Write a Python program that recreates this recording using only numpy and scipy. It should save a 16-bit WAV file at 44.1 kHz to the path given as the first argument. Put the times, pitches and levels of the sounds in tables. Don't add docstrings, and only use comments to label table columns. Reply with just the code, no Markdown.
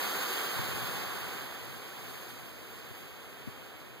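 import sys
import numpy as np
from scipy import signal
from scipy.fft import rfft, irfft
from scipy.io import wavfile

SR = 44100
rng = np.random.default_rng(int(sys.argv[2]) if len(sys.argv) > 2 else 0)


def unload_wav(signal):
    wavfile.write(
        sys.argv[1],
        SR,
        np.round(np.clip(np.atleast_2d(signal).T, -1, 1) * 32767).astype(np.int16),
    )


N = 176400
TIME = np.arange(N) / SR
HZ = np.maximum(np.arange(N // 2 + 1) * SR / N, 1)


def from_db(db):
    return 10 ** (np.asarray(db) / 20)


def rms_one(x):
    return x / np.sqrt(np.mean(x ** 2) + 1e-20)


def over_hz(points):
    hz, values = np.transpose(points)
    return np.interp(np.log(HZ), np.log(hz), values)


def drift(rate_hz, count=800):
    hz = np.arange(count // 2 + 1) * SR / N
    slow = irfft(rfft(rng.standard_normal(count)) / (1 + (hz / rate_hz) ** 2), count)
    return np.interp(np.arange(N) * count / N, np.arange(count), rms_one(slow))


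# f/Hz, correlation/0-1
MID_SIDE_LIKENESS = [(60, 0.6), (140, 0.86), (260, 0.3), (560, 0), (780, 0.7), (1300, 0.7), (2000, 0.84),
                     (3000, 0.8), (4200, .76), (5000, 0.5), (6200, .45), (7500, 0.4), (9000, 0.55),
                     (12000, .7), (15000, 0.7)]
# f/Hz, phase/rad
PORT_PHASE = [(60, -0.2), (120, -0.14), (210, 0.78), (320, 1.08), (540, 0.61), (650, 0.4), (1300, -0.065),
              (3000, -0.014)]
# f/Hz, left minus right/dB
PORT_BALANCE = [(60, -8), (130, 3.5), (200, 4), (420, 3), (800, 2.5), (1100, 1), (1400, -1.5), (1700, -5.5),
                (2150, -6), (2700, -3.5), (3600, -0.5), (4600, -1.8), (6000, -1), (10000, -1.3),
                (11600, -1.5), (13000, -4.5), (15500, 1)]


def port_noise(lag_s=.000363, notch_share=0.19):
    mid_noise, unrelated = rfft(rng.standard_normal((2, N))) * np.sqrt(SR / 2)
    alike = np.clip(over_hz(MID_SIDE_LIKENESS), 0, 1)
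    side_noise = alike * mid_noise + np.sqrt(1 - alike ** 2) * unrelated
    phase = np.pi + 2 * np.pi * HZ * lag_s + over_hz(PORT_PHASE)
    mid_comb, side_comb = np.cos(phase / 2), 1j * np.sin(phase / 2)
    mid, side = mid_comb * mid_noise, side_comb * side_noise
    tilt = from_db(over_hz(PORT_BALANCE) * np.tanh((mid_comb / notch_share) ** 2))
    return np.array([(mid + side) * tilt, mid - side]) * np.sqrt(2 / (1 + tilt ** 2))


# t/s, roar level/dB, hiss level/dB
JET_FADERS = [(.02, -36, -39), (.2, -37.5, -40), (.35, -36.5, -39), (.6, -37.5, -41.5), (.9, -39.5, -43),
              (1.1, -40.5, -45.5), (1.22, -40.5, -46), (1.4, -42, -47), (1.5, -45.5, -50),
              (1.85, -48.5, -52), (2.1, -47.5, -49.5), (2.3, -49.7, -51.5), (2.55, -53, -54),
              (2.8, -51.5, -54), (2.98, -51, -53.5), (3.12, -53.5, -56), (3.45, -53, -56.3),
              (3.8, -54, -57.5), (3.97, -58.5, -59.5)]
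# f/Hz, level/dB
HEARD_SPECTRUM = [(60, -23), (110, -11), (180, -7), (280, -4.5), (390, -2), (500, 0), (610, -5.5),
                  (750, -0.5), (920, -3.4), (1060, -0.5), (1160, -1.8), (1350, -2), (1600, -1.7),
                  (2000, -5), (2350, -6.5), (2700, -5.5), (3200, -4.5), (3700, -8.5), (4400, -9),
                  (5050, -8), (5300, -36.5), (5700, -17.5), (6150, -11.5), (7500, -14.5), (7850, -23),
                  (8750, -10.5), (9500, -16.5), (10050, -16), (10700, -19.5), (11450, -7.5), (12500, -12),
                  (14000, -11), (15000, -12), (15600, -21)]


def jet(bands=14, body_below_hz=630, roar_below_hz=1900, hiss_above_hz=6900):
    times, roar_fader, hiss_fader = np.transpose(JET_FADERS)
    roar_trim_db, hiss_trim_db, body_follow = -30, -28.5, 0.73
    roar_db = np.interp(TIME, times, roar_fader) + roar_trim_db
    hiss_db = np.interp(TIME, times, hiss_fader) + hiss_trim_db
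    body_db = roar_db.mean() + body_follow * (roar_db - roar_db.mean())
    gas = port_noise() * from_db(over_hz(HEARD_SPECTRUM))
    sputter_db = 0.4 * drift(rate_hz=19)
    centres_hz = np.geomspace(200, 14000, bands)
    out = np.zeros((2, N))
    for hz, weights in zip(centres_hz, np.eye(bands)):
        band = irfft(gas * np.interp(np.log(HZ), np.log(centres_hz), weights), N)
        body_mix = 1 / (1 + (hz / body_below_hz) ** 6)
        hiss_mix = np.interp(np.log(hz), np.log([roar_below_hz, hiss_above_hz]), [0, 1])
        level_db = body_mix * body_db + (1 - body_mix - hiss_mix) * roar_db + hiss_mix * hiss_db
        flicker_db = 0.53 * drift(rate_hz=23)
        out += band * from_db(level_db + sputter_db + flicker_db)
    return out


# f/Hz, width/Hz, level against the drive/dB
VENT_WHISTLES = [(380, 39, -23), (770, 80, -22.5), (1160, 14, -18.5), (1587, 26, -22.5), (3436, 16, -23.5),
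                 (4180, 20, -25), (4420, 82, -33)]


def whistles(roar_follow=1.33):
    times, roar_fader, _ = np.transpose(JET_FADERS)
    swing_db = np.interp(TIME, times, roar_fader) - roar_fader.mean()
    drive_db = roar_fader.mean() + roar_follow * swing_db
    gas, out = port_noise(), np.zeros((2, N))
    for hz, width_hz, db in VENT_WHISTLES:
        tone = rms_one(irfft(gas / (1 + (2 * (HZ - hz) / width_hz) ** 2), N))
        waver_db = drift(rate_hz=3.6)
        out += tone * from_db(db + drive_db - waver_db)
    return out


# f/Hz, level/dB per Hz
AIR_SPECTRUM = [(30, -92), (60, -76), (115, -85.5), (200, -85.5), (400, -81.5), (800, -86), (1500, -88),
                (3000, -88.5), (6000, -113), (15000, -120)]


def air_bed():
    return irfft(port_noise() * from_db(over_hz(AIR_SPECTRUM)), N)


# f/Hz, level/dB per Hz
BREEZE_SPECTRUM = [(30, -104), (60, -112), (90, -87.5), (125, -77.5), (200, -92), (400, -102), (1500, -130)]


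def breeze(own_db=-8, flutter_db=4):
    own_eddies = rfft(rng.standard_normal((2, N))) * np.sqrt(SR / 2) * from_db(own_db)
    eddies = irfft((port_noise() + own_eddies) * from_db(over_hz(BREEZE_SPECTRUM)), N)
    return eddies * from_db(flutter_db * drift(rate_hz=4.2))


# f/Hz, level/dB per Hz
RUMBLE_SPECTRUM = [(30, -82), (60, -79), (100, -66), (160, -67.5), (240, -77), (500, -96), (1500, -120)]


def low_rumble(start_s=0.528, attack_s=0.036, release_after_s=0.18, decay_s=0.6, lumps_db=0.7):
    age = TIME - start_s
    attack = np.clip(age / attack_s, 0, 1)
    tail = np.exp(-np.maximum(age - release_after_s, 0) / decay_s)
    rumble = irfft(port_noise() * from_db(over_hz(RUMBLE_SPECTRUM)), N)
    return rumble * attack * tail * from_db(lumps_db * drift(rate_hz=11))


# t/s, level/dB, f/Hz, time to peak/s, pan (left up, right down)/dB
AIR_THUMPS = [(.587, -34, 122, 0.0093, 1), (0.592, -38, 424, 0.0017, 12), (.736, -42, 101, 0.0073, 4.5),
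              (2.903, -43, 112, .01, 1), (3.472, -32, 233, 0.0044, 3.5), (3.476, -36, 125, 0.0081, 2)]


def thumps():
    out = np.zeros((2, N))
    for start_s, db, hz, peak_s, pan_db in AIR_THUMPS:
        age = np.maximum(TIME - start_s, 0)
        envelope = (age / peak_s * np.exp(1 - age / peak_s)) ** 2
        port_gains = [from_db(db + pan_db), -from_db(db - pan_db)]
        out += np.outer(port_gains, envelope * np.sin(2 * np.pi * hz * age))
    return out


def scene():
    return jet() + whistles() + low_rumble() + thumps() + air_bed() + breeze()


def record(dry, low_cut_hz=43, high_cut_hz=15700):
    low_cut = signal.butter(3, low_cut_hz, "high", fs=SR, output="sos")
    lean = signal.sosfilt(low_cut, dry)
    return irfft(rfft(lean) / np.sqrt(1 + (HZ / high_cut_hz) ** 600), N)


dry = scene()
out = record(dry)
unload_wav(out)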